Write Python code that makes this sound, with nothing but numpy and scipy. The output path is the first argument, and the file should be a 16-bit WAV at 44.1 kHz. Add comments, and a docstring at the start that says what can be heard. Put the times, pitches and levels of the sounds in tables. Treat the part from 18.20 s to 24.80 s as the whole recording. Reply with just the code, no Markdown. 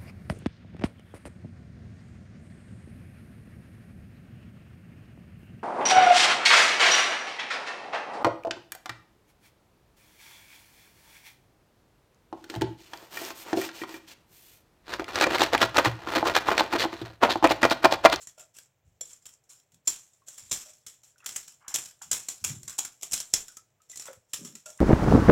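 """A wire whisk beats thin batter in a glass bowl, close to a small microphone in a quiet kitchen.
The wires drag along the glass, land on it in short clusters and ring. The damped bowl sounds single low
notes, the batter plops and squelches, and the counter rumbles when the bowl shifts. Behind them lie
short echoes and faint room tone; a noise suppressor lowers the quietest bands."""
import sys
import numpy as np
from scipy import signal
from scipy.io import wavfile
from scipy.ndimage import uniform_filter1d

SR = 44100
rng = np.random.default_rng(int(sys.argv[2]) if len(sys.argv) > 2 else 0)


def to_wav(sig):
    """Store sig (one row per channel, or 1-D mono) as 16-bit WAV at the path in sys.argv[1].

    Samples outside -1..1 are clipped; the rate is SR.
    """
    pcm = np.clip(np.atleast_2d(sig), -1, 1) * 32767
    pcm = np.round(pcm).astype(np.int16)
    wavfile.write(sys.argv[1], SR, pcm.T)  # frames by channels


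N = 291234


def gain_of(db):
    return 10 ** (np.asarray(db) / 20)


def curve_at(points, hz):
    freqs, values = np.transpose(points)
    return np.interp(np.log(hz + 1), np.log(freqs + 1), values)


def unit_energy(x):
    return x / np.linalg.norm(x)


def add(mix, start_s, sound):
    part = mix[round(start_s * SR):][:len(sound)]
    part += sound[:len(part)]


def colour(x, spectrum):
    """Causal filter of energy 1: the phase follows from the log gain."""
    db = np.maximum(curve_at(spectrum, abs(np.fft.fftfreq(8192, 1 / SR))), -90)
    response = np.exp(np.conj(signal.hilbert(np.log(gain_of(db)))))
    taps = np.fft.ifft(response).real[:4096]
    return signal.oaconvolve(x, unit_energy(taps))[:N]


def resonate(x, hz, width_hz):
    """Shifts the pitch down to zero, smooths, and shifts back: a resonance of gain 1."""
    turn = np.exp(2j * np.pi * np.cumsum(hz * np.ones(len(x))) / SR)
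    pole = np.exp(-np.pi * width_hz / SR)
    return 2 * (turn * signal.lfilter([1 - pole], [1, -pole], x / turn)).real


def decay(impulses, tau_s):
    return signal.lfilter([1], [1, -np.exp(-1 / (tau_s * SR))], impulses)


def pop_swells(rows, rise_db, fade_db, pops_per_s, width_hz, pitch_ratio, step_db):
    """Random pops swell and fade, ringing at the row's pitch and more faintly at four steps around it."""
    out = np.zeros(N)
    for start, length, top_db, hz, top_at in rows:
        progress = np.linspace(0, 1, round(length * SR))
        db = top_db + np.interp(progress, [0, np.clip(top_at, 0, 1), 1], [rise_db, 0, fade_db])
        pops = rng.standard_normal((5, SR // 2)) * (rng.random((5, SR // 2)) < pops_per_s / SR)
        rung = 0
        for step, train in zip(range(-1, 4), pops[:, :len(db)]):
            pitch = hz * pitch_ratio ** step
            ring = resonate(resonate(train, pitch, width_hz), pitch, width_hz)
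            rung += gain_of(step_db * abs(step)) * ring
        add(out, start, gain_of(db) * rung / (rung.std() + 1e-12) * signal.windows.tukey(len(db), 0.2))
    return out


# The kitchen's background at the microphone. Each row: frequency in Hz, relative level in dB.
ROOM_SPECTRUM = [(18, -27.5), (30, -16.5), (125, 4), (235, -12), (608, -6.5), (1120, -16), (2400, -16.5),
                 (4650, -25), (7090, -21.5), (8990, -29.5), (14100, -24), (16500, -21.5)]
def room_tone():
    """Faint, steady noise, mostly low."""
    return gain_of(-75) * colour(rng.standard_normal(N), ROOM_SPECTRUM)


# Strokes along the glass. Each row: start in seconds, length in seconds, level in dB.
SCRAPES = [(0, 0.07, -49), (.075, 0.057, -55), (0.169, .1, -60), (0.336, .14, -57.5), (0.646, 0.16, -78.5),
           (.82, 0.18, -58), (1.063, 0.11, -61), (1.288, 0.14, -63), (1.522, 0.056, -70),
           (1.648, 0.045, -57.5), (1.69, .1, -54), (2.061, 0.3, -54.5), (2.334, .2, -50),
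           (2.667, 0.11, -58.5), (2.836, 0.097, -63), (3.086, 0.19, -52), (3.56, 0.18, -48),
           (3.926, 0.068, -56), (4.093, 0.17, -66), (4.26, .12, -72), (4.602, .1, -50), (4.952, 0.19, -54),
           (5.148, 0.09, -45), (5.29, .14, -61.5), (5.62, 0.083, -74.5), (5.687, 0.32, -59.5),
           (6.084, 0.089, -68), (6.147, 0.15, -54), (6.353, 0.047, -55), (6.47, .13, -62)]
def wire_drag():
    """The wires stick and slip in each scrape and after each landing: gritty hiss, with singing loops."""
    starts, db, skid_db = np.transpose(LANDINGS)[:3]
    landings = np.zeros(N)
    np.add.at(landings, np.round(starts * SR).astype(int), gain_of(db + skid_db) ** 2)
    # a quick skid, then a fainter long glide
    power = decay(landings, tau_s=0.02) + gain_of(-18) ** 2 * decay(landings, tau_s=0.049)
    rise_s, lift_s, fade_db = 0.019, 0.028, -10
    for start, length, level_db in SCRAPES:
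        t = np.arange(0, length, 1 / SR)
        edges = np.clip(np.minimum(t / rise_s, (length - t) / lift_s), 0, 1)
        add(power, start, (gain_of(level_db + fade_db * t / length) * edges) ** 2)
    skips_per_s, sing_width_hz = 700, 41
    skips = gain_of(3.5 * np.minimum(rng.exponential(1, N), 3)) * (rng.random(N) < skips_per_s / SR)
    pressure = 2.4 + decay(skips, tau_s=0.002)
    level = np.sqrt(abs(uniform_filter1d(power, 100)))
    slip = rng.standard_normal(N) * pressure / np.sqrt(np.mean(pressure ** 2)) * level
    sing = sum(gain_of(mode_db) * resonate(slip, hz, sing_width_hz) for hz, mode_db, _ in LOOP_MODES)
    sing *= np.sqrt(SR / (2 * np.pi * sing_width_hz))  # makes up for the narrow band
    hiss = colour(slip, TREBLE_SPECTRUM) + gain_of(-7) * colour(slip, MID_SPECTRUM)
    return hiss + gain_of(-10.5) * sing


# Wire on glass from close by, in three layers. Each row: frequency in Hz, relative level in dB.
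TREBLE_SPECTRUM = [(3000, -20.5), (4000, -13), (4700, -16.5), (5500, -4), (6100, -6.5), (7350, 2.5),
                   (7900, -3), (8700, -8.5), (10100, -13.5), (11300, -15), (15500, -21.5), (16500, -38)]
MID_SPECTRUM = [(500, -12.5), (900, -3), (1400, -0.5), (1950, -2.5), (2450, 3), (2900, 3.5), (3500, 5.5),
                (4300, -5), (5500, 1)]
THUMP_SPECTRUM = [(20, -18.5), (60, -3), (150, -3), (300, -7), (450, -3.5), (700, 2), (1000, -10),
                  (1500, -25)]
# Wires landing. Each row: start in seconds, level in dB, then skid, mids and ring in dB from that level.
LANDINGS = [(0.071, -30, -28, -11.5, -23), (0.181, -48, -23, -3, -25), (.194, -43, -14.5, -3, -27),
            (0.207, -36.5, -36, -8, -31), (.342, -60.5, -11, -18, -24), (0.366, -38, -17.5, -14, -27),
            (0.3851, -35, -45, -3, -25), (0.8092, -28, -31, -10, 3), (0.853, -48, -9, -18, 6),
            (.893, -42.5, -12, -16, -12), (.93, -40, -24, -24, -2), (1.022, -53, -19, -16, -28),
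            (1.0551, -40, -40, 2, -25), (1.0632, -34.5, -28, -16, -6), (1.089, -48, -29, 3, -25),
            (1.136, -45.5, -29, -10, -29), (1.238, -56.5, -20, -25, -25), (1.292, -45, -20, -22, -25),
            (1.2996, -40.5, -12.5, -27, -22), (1.398, -55.5, -26, 2, -25), (1.519, -60.5, -10.5, 6, -25),
            (1.543, -54, -24, 4, -25), (1.674, -13, -19.5, -14, -3), (1.6785, -16.5, -24, -2.5, -1.5),
            (1.684, -32, -24, -15, -13), (1.933, -53, -16, -30, -28), (2.074, -43, -34, -28, -28),
            (2.083, -30, -20.5, -32, -8), (2.179, -33, -14, -33, -27), (2.296, -42.5, -11.5, -28, -28),
            (2.3126, -24, -8.5, 0, -27), (2.316, -15, -22, -13, -22), (2.326, -17.5, -25, -9, -33),
            (2.534, -45.5, -15, -21, -28), (2.6649, -30.5, -17.5, -5.5, -29), (2.834, -48, -9, -3, -17),
            (2.981, -55.5, -11.5, -1, -25), (3.043, -43.5, -19, -9, -15), (3.0605, -21, -20.5, -2, -25),
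            (3.09, -29, -15, 1, -25), (3.1608, -18.5, -22, -7, -22), (3.2782, -36, -16, -4, -34),
            (3.48, -25, -19.5, -13, -37), (3.5417, -12.5, -20.5, -23, -28), (3.55, -16, -32, -17, -25),
            (3.5579, -13, -36, -4, -31), (3.657, -31, -32, -5, -20), (3.8179, -34, -13.5, -7, -22),
            (3.914, -12, -18, -15, -16), (3.929, -15, -21.5, -3, -34), (4.0851, -18.5, -19.5, -14, -9.5),
            (4.2409, -21.5, -13, -2, -22), (4.246, -15, -18, -4.5, -34), (4.295, -27.5, -35, -9, -21),
            (4.431, -34, -20.5, -11.5, -23), (4.4781, -23, -27, -14, -21), (4.4801, -30, -28, -10, -28),
            (4.495, -30, -14.5, -25, -31), (4.581, -22.5, -28, -27.5, -29), (4.587, -13.5, -23, -9.5, -27),
            (4.6486, -23, -27.5, -3, -25), (4.811, -39.5, -39.5, -7, -20), (4.8226, -33, -31.5, -6, -23),
            (4.83, -18.5, -24, -7.5, -26), (4.912, -27.5, -22, -17, -24), (4.92, -17.5, -22.5, -26, -15),
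            (4.9319, -10.5, -21.5, -16, -31), (4.9372, -15, -21.5, -10, -20),
            (5.002, -18, -29.5, -11.5, -24), (5.132, -37, -19, -10, -25), (5.1371, -6.5, -27.5, -11.5, -16),
            (5.147, -30.5, -25, -10, -27), (5.2813, -35.5, -20.5, -5, -26), (5.369, -31, -43, -7, -22),
            (5.6176, -59, -14.5, 5, -14), (5.6968, -38, -24, -13.5, -3), (5.7148, -36.5, -16, -26, -25),
            (5.7574, -30.5, -23, -34, -20), (5.7721, -28, -28, -34, -7), (5.797, -29.5, -15.5, -28, -3.5),
            (5.8202, -32.5, -20, -8, -23), (5.855, -33, -21.5, -7, -28), (5.872, -42, -24, 3, -25),
            (5.9304, -41, -26, 4, -28), (6.134, -19.5, -19.5, -1, -22), (6.141, -23.5, -22.5, 0.5, -26),
            (6.247, -30.5, -15.5, -11, -25), (6.3524, -31.5, -22.5, -9, -20),
            (6.4587, -35.5, -12.5, -33, -7), (6.502, -35, -31, -21, -29), (6.574, -41, -26, -14, -27)]
def wire_ticks():
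    """Several wires land within a few ms: a lumpy burst of treble and mids over a soft push of the bowl."""
    treble, mid, thump = np.zeros((3, N))
    t = np.arange(2000) / SR
    rise_s, cluster_s = 0.0016, 0.0031
    for start, db, _, mid_db, _ in LANDINGS:
        noise, lumps = rng.standard_normal((2, len(t)))
        envelope = (1 - np.exp(-t / rise_s)) * np.exp(-t / cluster_s)
        burst = noise * gain_of(20 * uniform_filter1d(lumps, 40)) * envelope
        burst *= gain_of(db - 8) / np.sqrt(np.max(uniform_filter1d(burst ** 2, 40)))
        add(treble, start, burst)
        add(mid, start, gain_of(mid_db) * burst)
        push_db = min(-41 + 0.83 * db, -49)  # grows more slowly than the tick, up to a ceiling
        add(thump, start + 0.0013, gain_of(push_db) * np.hanning(60))
    return colour(treble, TREBLE_SPECTRUM) + colour(mid, MID_SPECTRUM) + colour(thump, THUMP_SPECTRUM)


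# The whisk's loops. Each row: pitch in Hz, relative level in dB, seconds to fall 60 dB.
LOOP_MODES = [(3375, -18, .045), (4220, -21, .04), (5685, -15, .06), (7260, 0, .06), (7680, -10, .06),
              (11160, -17, .04)]
def loop_rings():
    """The loops ring at fixed pitches, damped by the batter; each landing shares its blow out anew."""
    out, t = np.zeros(N), np.arange(SR // 8) / SR
    modes = np.array([gain_of(db - 60 * t / t60) * np.sin(2 * np.pi * hz * t)
                      for hz, db, t60 in LOOP_MODES])
    attack = 1 - np.exp(-t / 0.0011)
    shares = gain_of(2 * rng.standard_normal((len(LANDINGS), len(LOOP_MODES))))
    for (start, db, _, _, ring_db), share in zip(LANDINGS, shares):
        add(out, start + 0.001, gain_of(db + ring_db) * attack * (share @ modes))
    return out


# Short notes, mostly batter plops. Each row: start in seconds, level in dB, pitch in Hz,
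# seconds to fall 60 dB.
PLOPS = [(.075, -59, 1930, 0.12), (.385, -48.5, 1570, 0.041), (0.81, -44, 520, 0.049),
         (1.676, -41, 324, 0.065), (2.019, -61, 1090, .06), (2.08, -57.5, 596, 0.053),
         (2.959, -58.5, 1470, .033), (3.003, -51.5, 2640, 0.039), (5.14, -41.5, 285, 0.055),
         (5.287, -54.5, 1473, .1), (5.37, -52, 1300, 0.096), (5.601, -62.5, 1277, 0.11),
         (5.731, -49, 1980, 0.088), (5.869, -43, 870, .034), (5.884, -38, 534.5, 0.14)]
# The damped bowl. Each row: pitch in Hz, seconds to fall 60 dB.
BOWL_MODES = [(614, 0.31), (1390, 0.17), (2645, 0.082)]
# Knocks on the bowl. Each row: start in seconds, lowest mode's level in dB, step per mode upward in dB.
KNOCKS = [(.178, -51, -8), (.2, -59, 0), (0.351, -85, 14), (2.459, -58, -7), (6.46, -48, -3)]
def plops_and_knocks():
    """Each plop or bowl mode is a tone shaken by a short rub, so it wavers while it dies."""
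    out, t = np.zeros(N), np.arange(SR // 3) / SR
    attack = 1 - np.exp(-t / 0.00092)
    bowl_notes = [(start, db + k * step_db, hz, t60)
                  for start, db, step_db in KNOCKS for k, (hz, t60) in enumerate(BOWL_MODES)]
    for start, db, hz, t60 in bowl_notes + PLOPS:
        rub = resonate(rng.standard_normal(len(t)), hz, width_hz=89)
        tone = np.sin(2 * np.pi * hz * t) + 0.5 * rub / rub.std()
        add(out, start, gain_of(db - 60 * t / t60) * attack * tone)
    return out


# The bowl shifting. Each row: start and length in seconds, top level in dB, pitch in Hz,
# place of the top as a share of the length.
BOWL_SHIFTS = [(0.629, 0.16, -61.5, 79.5, 0.33), (1.519, 0.11, -65.5, 131.5, 0.24),
               (2.201, 0.17, -63, 93, 0.23), (3.83, 0.23, -57.5, 112, 0.38),
               (4.2, 0.35, -44.5, 129.4, 0.27), (5.95, 0.084, -65, 83, .3), (6.169, 0.23, -47, 206, 0.27)]
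def counter_rumble():
    """The bowl's foot judders on the counter."""
    return pop_swells(BOWL_SHIFTS, rise_db=-13.5, fade_db=-16, pops_per_s=150,
                      width_hz=50, pitch_ratio=1.4, step_db=-6)


# Batter between the wires. Each row: start and length in seconds, top level in dB, bubble pitch in Hz,
# place of the top as a share of the length.
SQUELCHES = [(2.99, 0.082, -54, 1360, 1), (3.4, .14, -50, 1176, 0.99), (3.812, 0.026, -49, 1114, 0.18),
             (4.47, 0.084, -54, 1540, 0.13), (5.85, 0.04, -46, 1404, 1), (6.585, 0.029, -49.5, 1470, 0.33)]
def batter_squelch():
    """Air pockets close in the batter."""
    return pop_swells(SQUELCHES, rise_db=-17.5, fade_db=-11.5, pops_per_s=330,
                      width_hz=320, pitch_ratio=1.35, step_db=-4.5)


def moving_contact(x, drift_db):
    """The contact moves round the bowl, so the colour drifts in patches from moment to moment."""
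    bands = signal.stft(x, nperseg=256, noverlap=192)[2]
    patches = uniform_filter1d(rng.standard_normal(bands.shape), 4, axis=0)
    patches = uniform_filter1d(patches, 40, axis=1)
    bands *= gain_of(drift_db * patches / patches.std())
    return signal.istft(bands, nperseg=256, noverlap=192)[1][:N]


# The kitchen around the microphone. Each row: frequency in Hz, seconds to fall 60 dB.
KITCHEN_DECAY = [(250, 0.31), (1500, 0.23), (5000, 0.18), (12000, 0.13)]
def kitchen_echoes(x):
    """Sparse echoes of random sign, each band dying at its own speed."""
    out, slots = np.zeros(N), np.arange(200, SR // 2 - 20, 20)
    for k in range(3):
        taps = np.zeros(SR // 2)
        taps[slots + rng.integers(0, 20, len(slots))] = rng.choice([-1., 1.], len(slots))
        hz, t, bands = signal.stft(taps, SR, nperseg=256)
        bands *= gain_of(-60 * t / curve_at(KITCHEN_DECAY, hz)[:, None])
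        tail = signal.istft(bands, SR, nperseg=256)[1]
        # three tails take turns 30 times a second, so the decay sounds smooth, without ringing pitches
        share = np.sqrt(2 / 3) * np.cos(np.pi * (np.arange(N) / SR * 30 + k / 3))
        out += signal.oaconvolve(x * share, unit_energy(tail))[:N]
    return out


def scene():
    """One microphone close to the bowl, with the kitchen well behind the direct sound."""
    clatter = moving_contact(wire_ticks() + wire_drag(), drift_db=1.5) + batter_squelch()
    tones = loop_rings() + plops_and_knocks()
    background = room_tone()
    echoes = gain_of(-8.5) * kitchen_echoes(clatter + gain_of(-3.5) * tones)
    return (clatter + tones + echoes + counter_rumble() + background)[None]


def record(dry):
    """After the microphone, a noise suppressor lowers bands near silence and a low-pass trims the top."""
    threshold_db, max_cut_db, edge_hz = -103, 14, 15950
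    bands = signal.stft(dry, nperseg=512, noverlap=384)[2]
    power = uniform_filter1d(uniform_filter1d(abs(bands) ** 2, 25, axis=1), 7, axis=2)
    level_db = 10 * np.log10(power + 1e-16)
    bands *= gain_of(np.clip(0.56 * (level_db - threshold_db), -max_cut_db, 0))
    suppressed = signal.istft(bands, nperseg=512, noverlap=384)[1][:, :N]
    lowpass = signal.firwin(255, edge_hz, window=("kaiser", 9), fs=SR)
    return signal.oaconvolve(suppressed, lowpass[None], "same")


dry = scene()
out = record(dry)
to_wav(out)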